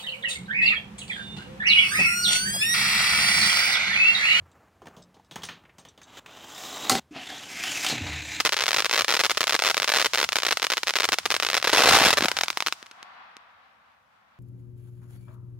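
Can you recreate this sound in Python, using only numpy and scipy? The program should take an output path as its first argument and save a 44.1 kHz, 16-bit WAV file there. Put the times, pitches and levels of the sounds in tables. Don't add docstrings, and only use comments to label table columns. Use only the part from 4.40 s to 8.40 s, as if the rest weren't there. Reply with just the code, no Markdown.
import sys
import numpy as np
from scipy import signal
from scipy.fft import rfft, irfft, next_fast_len
from scipy.io import wavfile

SR = 44100
rng = np.random.default_rng(int(sys.argv[2]) if len(sys.argv) > 2 else 0)


def store_wav(level_fs):
    pcm = np.round(np.clip(np.atleast_2d(level_fs), -1, 1) * 32767)
    wavfile.write(sys.argv[1], SR, pcm.T.astype(np.int16))


N = 176400
TIME_S = np.arange(N) / SR

# time_s, middle_db, drone_db, treble_db, hollow_hz
PUSH_PATH = [(1.65, -83, -64, -83, 2920), (1.68, -58, -57, -67, 3160), (1.795, -45, -50.5, -51.5, 3250)]
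RAMP_PATH = [(1.875, -54.5, -55.5, -64, 2600), (2.21, -42, -46.5, -43, 3530), (2.48, -37, -39.5, -42, 3870)]
CURVE_PATH = [(2.715, -58, -59, -62, 2620), (2.76, -40.5, -42.5, -58.5, 2400),
              (2.80, -41, -51, -53.5, 2960), (2.86, -40.5, -48, -48.5, 3300),
              (2.98, -40.5, -48, -47.5, 3640), (3.07, -45, -50.5, -49, 2950), (3.11, -41, -49, -44.5, 2180),
              (3.2, -33.5, -45, -40.5, 2220), (3.255, -30.5, -44, -36, 2860), (3.33, -32, -41.5, -35, 2940),
              (3.39, -30.5, -41.5, -33, 2390), (3.44, -33.5, -44.5, -35.5, 2400)]
LOOP_PATH = [(3.48, -30.5, -41, -35, 3040), (3.52, -32.5, -38, -35.5, 2670),
             (3.58, -34.5, -42.5, -45.5, 2600), (3.67, -36.5, -39.5, -44, 2370),
             (3.79, -34, -44.5, -44.5, 2300), (3.845, -39.5, -48, -43.5, 2420),
             (3.91, -34.5, -45.5, -39, 2240), (4.0, -33.5, -46.5, -40, 2280)]
# start_s, level_db, bass_rel_db, treble_rel_db, tail_rel_db, spot_hz
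JOINT_SLAMS = [(2.4955, -14, -14.5, -9, -12.5, 2080), (2.4978, -12, -13, -14, -20.5, 1120),
               (2.5145, -22.5, -7, -13.5, -26.5, 382), (2.5195, -16, -7.5, -16, -15.5, 780),
               (2.5515, -17, -10.5, -19.5, -15.5, 226)]
SEAM_JOLTS = [(2.7606, -31.5, -7.5, -38, -7, 717), (2.901, -27.5, -13, -21.5, -20, 1710),
              (2.916, -35.5, -3, -25, -12, 740), (3.2365, -18, -26, -15, -10.5, 3170),
              (3.4465, -18, -21, -11.5, -12, 600), (3.4638, -14, -30, -13.5, -10, 3200),
              (3.4864, -29, -27, 1, -7, 5250), (3.4981, -15.5, -17, -16, -9, 4140),
              (3.5252, -31.5, 0, -18, -21, 380), (3.664, -24.5, -22, -27, -6, 2100),
              (3.7276, -23.5, -30, -21, -4, 2440)]
LAUNCHER_KNOCKS = [(0.4182, -45.5, 1.5, -15, -9, 392), (0.4564, -43, -3.5, -12.5, -10, 885),
                   (0.4688, -34.5, -9, -17, -21, 1630), (0.482, -46, -2, -10, -19, 380),
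                   (0.5659, -45, -2, -6, 5, 575), (0.7431, -52.5, -2, -5.5, -4, 4170),
                   (0.7666, -53.5, 1, -22, -11, 800), (0.7956, -55.5, 3, -16, -13, 830),
                   (0.9108, -34, -11, -7.5, -5.5, 3480), (0.9575, -26, -10, -11, -12, 860),
                   (1.0201, -39, -18, -4.5, -8, 3280), (1.0337, -28.5, -13, -5, -14.5, 3130),
                   (1.0384, -30.5, -16, -6, -4, 5300), (1.0868, -24, -21, -19, -3, 4000),
                   (1.236, -50, -8, -25, -25, 1200), (1.251, -44, -18, -29, -18, 2270),
                   (1.293, -43.5, -16, -30, -20, 2160), (1.3831, -41, -7, -7.5, -7, 6300),
                   (1.4502, -38, -11, -10.5, -8.5, 3230), (1.5764, -42.5, -10.5, -9, -9, 3600),
                   (1.6152, -39.5, -19, -12, -8.5, 6100), (1.8604, -32.5, -20, -14, -16, 2400)]
# freq_hz, gain_db
RAMP_COLOUR = [(41, -53.5), (70, -11), (181, -6.5), (278, 1.5), (340, -3.5), (600, -4.5), (1050, -3.5),
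               (1810, -8.5), (3750, -5.5), (4370, -16), (7190, -12), (7900, -17), (9640, -25),
               (15500, -22.5)]
CURVE_COLOUR = [(41, -34), (70, -9.5), (173, -7), (291, 1), (325, -7), (511, -7.5), (768, -2.5), (984, -8),
                (2600, 3), (4580, -8.5), (7190, -11), (8050, -16.5), (15500, -27.5)]
LOOP_COLOUR = [(71, -30), (120, 1), (188, -8), (306, 2), (346, -9.5), (829, -6.5), (1400, -13),
               (1900, -3.5), (2440, -1.5), (3110, -12), (4570, -20), (7450, -13), (8420, -27),
               (15500, -34.5)]
JOINT_COLOUR = [(41, -42), (70, -18.5), (243, -9), (400, -5.5), (600, -8.5), (800, -5.5), (984, -9.5),
                (2980, -10), (3910, -10), (7520, -17), (15500, -30)]
LAUNCHER_COLOUR = [(59, -33), (100, 0), (166, 5), (614, 0.5), (825, 2.5), (1260, 1.5), (3050, 0.5),
                   (4560, -15.5), (5870, -18.5), (9150, -25.5), (12000, -34.5), (15500, -26.5)]
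SLEEVE_COLOUR = [(59, -27.5), (100, -10.5), (1260, -8.5), (2990, -26), (3320, -46), (7100, -30.5),
                 (10200, -46.5), (15500, -36)]
HUSH_COLOUR = [(29, -29), (50, 7.5), (385, -9.5), (551, -9), (870, -11.5), (1280, -14), (15500, -36.5)]
# freq_hz, width_hz, gain_db
RAMP_MODES = [(785, 150, 4), (7350, 250, 2)]
CURVE_MODES = [(288, 60, -18), (754, 57, -0.5)]
LOOP_MODES = [(760, 73, -7), (3850, 620, 11.5)]
JOINT_MODES = [(240, 26, -2), (390, 60, -12), (770, 34, -4), (1090, 40, -7), (1341, 18, -9), (2036, 25, -7),
               (4258, 30, -7), (4700, 28, -8), (6859, 30, -12), (7653, 25, -3), (9135, 30, -9)]
LAUNCHER_MODES = [(1790, 64, 4.5), (3370, 180, -3), (5930, 58, -3), (6460, 230, 7.5), (8900, 100, -3)]
CAR_MODES_HZ = [5100, 5930, 6340, 7010, 7540]
# start_s, level_db, pitch_hz
AXLE_TICKS = [(0.1161, -58.5, 7360), (0.621, -46, 5160), (0.8475, -56, 5200), (0.9236, -49, 5900),
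              (1.05, -34.5, 9140), (1.3924, -50, 8560), (1.4866, -48, 5880), (1.6317, -43.5, 6240)]
# freq_hz, gain_db
AXLE_MODES = [(3750, 5), (4660, -2), (5780, -16), (6320, 2), (7600, 1), (8450, -4)]
# start_s, level_db, pitch_hz, t60_s
TRACK_THUMPS = [(0.0, -45, 85.6, 0.36), (0.569, -53, 179.2, 0.84), (0.981, -50.5, 169.2, 0.98),
                (0.987, -56, 81.4, 0.71), (2.52, -37.5, 88.3, 0.27), (2.55, -33.5, 163, 0.1),
                (2.709, -39, 294, 0.2), (2.758, -37, 260.7, 0.19), (3.504, -44, 108.3, 0.7),
                (3.523, -37.5, 235, 0.35), (3.606, -32, 269.5, 0.16), (3.611, -28, 90, 0.28),
                (3.689, -33, 75.5, 0.88)]
# time_s, level_db
SLEEVE_LEVELS = [(0, -66.5), (.2, -62), (.39, -71), (.52, -58.5), (.62, -67.5), (.7, -73), (.88, -79),
                 (1.0, -51.5), (1.24, -65), (1.54, -71), (1.83, -60), (1.9, -55)]
# freq_hz, t60_s
ROOM_DECAY = [(150, 0.4), (1000, 0.19), (4000, 0.27), (8000, 0.2), (15000, 0.21)]

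PUSH_BREAK_S, RAMP_BREAK_S = 1.797, 2.597


def rolling(path, start_s, stop_s, response, hollow_db, room_db, hollow_width_hz=520):
    out, t = np.zeros(N), TIME_S[(TIME_S > start_s) & (TIME_S < stop_s)]
    path_s, *columns = np.transpose(path)
    middle_db, drone_db, treble_db, hollow_hz = (np.interp(t, path_s, column) for column in columns)
    flutter = amp(2 * wander(len(t), rate_hz=67))
    track = through(wheel_bumps(flutter, room_db), response)
    drone, middle, treble = split(track, low_hz=1500, high_hz=4500)
    hollow_hz *= 1 + .058 * wander(len(t), rate_hz=60)
    hollow = wheel_bumps(flutter, room_db)
    for _ in range(2):
        hollow = resonate(hollow, hollow_hz, hollow_width_hz)
    middle = unit(middle) + amp(hollow_db) * unit(hollow)
    treble = unit(treble) + amp(-6) * wheel_rattle(len(t))
    roll = unit(drone) * amp(drone_db) + unit(middle) * amp(middle_db) + unit(treble) * amp(treble_db)
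    add(out, start_s, roll)
    return out


def wheel_bumps(flutter, room_db, bumps_per_s=6000, spread_db=1.5):
    n = len(flutter)
    strength = amp(spread_db * np.minimum(rng.exponential(1, n), 5))
    grain = flutter * strength * rng.choice([-1., 1.], n) * (rng.random(n) < bumps_per_s / SR)
    return unit(grain) + amp(room_db) * unit(through(grain, room_tail()))


def wheel_rattle(size, hits_per_mode_per_s=90, width_hz=170):
    shape = (len(CAR_MODES_HZ), size)
    hits = rng.standard_normal(shape) * (rng.random(shape) < hits_per_mode_per_s / SR)
    return unit(sum(resonate(row, np.full(size, hz), width_hz) for row, hz in zip(hits, CAR_MODES_HZ)))


def blows(rows, response, crack_s, band_gains_db, spot_db=4, spot_q=4.3):
    out, t = np.zeros(N), np.arange(SR // 2) / SR
    for start_s, level_db, bass_rel_db, treble_rel_db, tail_rel_db, spot_hz in rows:
        crack = rng.choice([-1., 1.], len(t)) * np.exp(-t / crack_s)
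        rise_s = .00008 / amp(treble_rel_db)
        hit = (1 - np.exp(-t / rise_s)) * (crack + amp(tail_rel_db) * room_tail())
        spot = amp(spot_db) * resonate(hit, np.full(len(t), spot_hz), spot_hz / spot_q)
        bands = split(through(hit + spot, response), low_hz=1000, high_hz=5000)
        for band, rel_db, gain_db in zip(bands, [bass_rel_db, 0, treble_rel_db], band_gains_db):
            attack_rms = np.std(band[:SR // 40])
            add(out, start_s, amp(level_db + rel_db + gain_db) * band / attack_rms)
    return out


def axle_ticks(gain_db=-6, t60_s=.086):
    out, t = np.zeros(N), np.arange(SR // 4) / SR
    for start_s, level_db, pitch_hz in AXLE_TICKS:
        modes = sum(amp(db) * np.sin(2 * np.pi * hz * t * rng.normal(1, .015)) for hz, db in AXLE_MODES)
        ring = np.sin(2 * np.pi * pitch_hz * t) + .5 * modes
        buzz = unit(1 + 1.1 * wander(len(t), rate_hz=400))
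        add(out, start_s, ring * buzz * amp(level_db + gain_db - 60 * t / t60_s))
    return out


def track_sway(rise_s=.0018, roughness=.76):
    out, t = np.zeros(N), np.arange(SR // 2) / SR
    for start_s, level_db, pitch_hz, t60_s in TRACK_THUMPS:
        phase = 2 * np.pi * pitch_hz * t
        tone = np.sin(phase) + roughness * wander(len(t), rate_hz=85) * np.cos(phase)
        envelope = np.minimum(t / rise_s, 1) * amp(level_db - 60 * t / t60_s)
        gate = (start_s > RAMP_BREAK_S) | (start_s + t < RAMP_BREAK_S)
        add(out, start_s, tone * envelope * gate)
    return out


def sleeve_rustle(flicker_db=2.56):
    rub = unit(through(rng.standard_normal(N), body(SLEEVE_COLOUR)))
    level_db = np.interp(TIME_S, *np.transpose(SLEEVE_LEVELS), right=-120)
    return rub * amp(level_db + flicker_db * wander(N, rate_hz=32))


def room_tail():
    hz, t, noise = signal.stft(rng.standard_normal(SR // 2), SR, nperseg=256)
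    decay = amp(-60 * t / interp_log_hz(ROOM_DECAY, hz)[:, None])
    return signal.istft(noise * decay, SR)[1][:SR // 2]


def room_hush(level_db=-63):
    return amp(level_db) * unit(through(rng.standard_normal(N), body(HUSH_COLOUR)))


def body(colour, modes=(), boost_db=0):
    hz = np.fft.rfftfreq(16384, 1 / SR)
    peaks = sum(amp(db + boost_db) ** 2 / (1 + (2 * (hz - f) / width) ** 2) for f, width, db in modes)
    log_gain = np.log(amp(interp_log_hz(colour, hz)) * np.sqrt(1 + peaks))
    log_spectrum = signal.hilbert(np.r_[log_gain, log_gain[-2:0:-1]]).conj()
    return np.fft.ifft(np.exp(log_spectrum)).real[:6000]


def resonate(x, hz, width_hz):
    carrier = np.exp(2j * np.pi * np.cumsum(hz) / SR)
    pole = np.exp(-np.pi * width_hz / SR)
    return 2 * (carrier * signal.lfilter([1 - pole], [1, -pole], x / carrier)).real


def split(x, low_hz, high_hz):
    edges = [(low_hz, "lowpass"), ([low_hz, high_hz], "bandpass"), (high_hz, "highpass")]
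    return [signal.sosfilt(signal.butter(3, hz, kind, fs=SR, output="sos"), x) for hz, kind in edges]


def wander(size, rate_hz):
    span = next_fast_len(size + SR // 2)
    hz = np.fft.rfftfreq(span, 1 / SR)
    return unit(irfft(rfft(rng.standard_normal(span)) / (1 + (hz / rate_hz) ** 4), span))[:size]


def break_off(x, at_s, drop_db, t60_s):
    return x * np.where(TIME_S < at_s, 1, amp(-drop_db - 60 * np.maximum(TIME_S - at_s, 0) / t60_s))


def through(x, response):
    return signal.fftconvolve(x, response)[:len(x)]


def interp_log_hz(points, hz):
    points_hz, values = np.transpose(points)
    return np.interp(np.log(hz + 1), np.log(points_hz + 1), values)


def add(mix, start_s, sound):
    part = mix[max(round(start_s * SR), 0):][:len(sound)]
    part += sound[:len(part)]


def amp(db):
    return 10 ** (np.asarray(db) / 20)


def unit(x):
    return x / np.sqrt(np.mean(x ** 2) + 1e-20)


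def scene():
    launcher = body(LAUNCHER_COLOUR, LAUNCHER_MODES)
    ramp = body(RAMP_COLOUR, RAMP_MODES)
    joint = body(JOINT_COLOUR, JOINT_MODES, boost_db=16.5)
    seam = body(JOINT_COLOUR, CURVE_MODES, boost_db=9.5)
    knocks = blows(LAUNCHER_KNOCKS, launcher, crack_s=.0051, band_gains_db=(-5.5, -14, -6))
    push = rolling(PUSH_PATH, 1.65, 1.85, ramp, hollow_db=-10, room_db=-9)
    descent = rolling(RAMP_PATH, 1.862, 2.7, ramp, hollow_db=-5.5, room_db=-5)
    slam = blows(JOINT_SLAMS, joint, crack_s=.0019, band_gains_db=(-3.5, -12.5, 1))
    curve = rolling(CURVE_PATH, 2.709, 3.465, body(CURVE_COLOUR, CURVE_MODES), hollow_db=-3.5, room_db=-6)
    loop = rolling(LOOP_PATH, 3.465, 4.1, body(LOOP_COLOUR, LOOP_MODES), hollow_db=-7, room_db=-5.5)
    jolts = blows(SEAM_JOLTS, seam, crack_s=.0034, band_gains_db=(-7, -13.5, -5.5))
    hush = room_hush()
    ramp_run = break_off(push, PUSH_BREAK_S, drop_db=19, t60_s=.26)
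    ramp_run += break_off(descent + slam, RAMP_BREAK_S, drop_db=24, t60_s=.18)
    mono = ramp_run + curve + loop + jolts + knocks + axle_ticks() + sleeve_rustle() + track_sway() + hush
    return np.array([mono, mono])


def record(dry, low_cut_hz=68.5, high_cut_hz=15900):
    thinned = signal.sosfilt(signal.butter(4, low_cut_hz, "highpass", fs=SR, output="sos"), dry)
    lowpass = signal.firwin(511, high_cut_hz, window=("kaiser", 9), fs=SR)
    return signal.oaconvolve(thinned, lowpass[None], "same")


dry = scene()
out = record(dry)
store_wav(out)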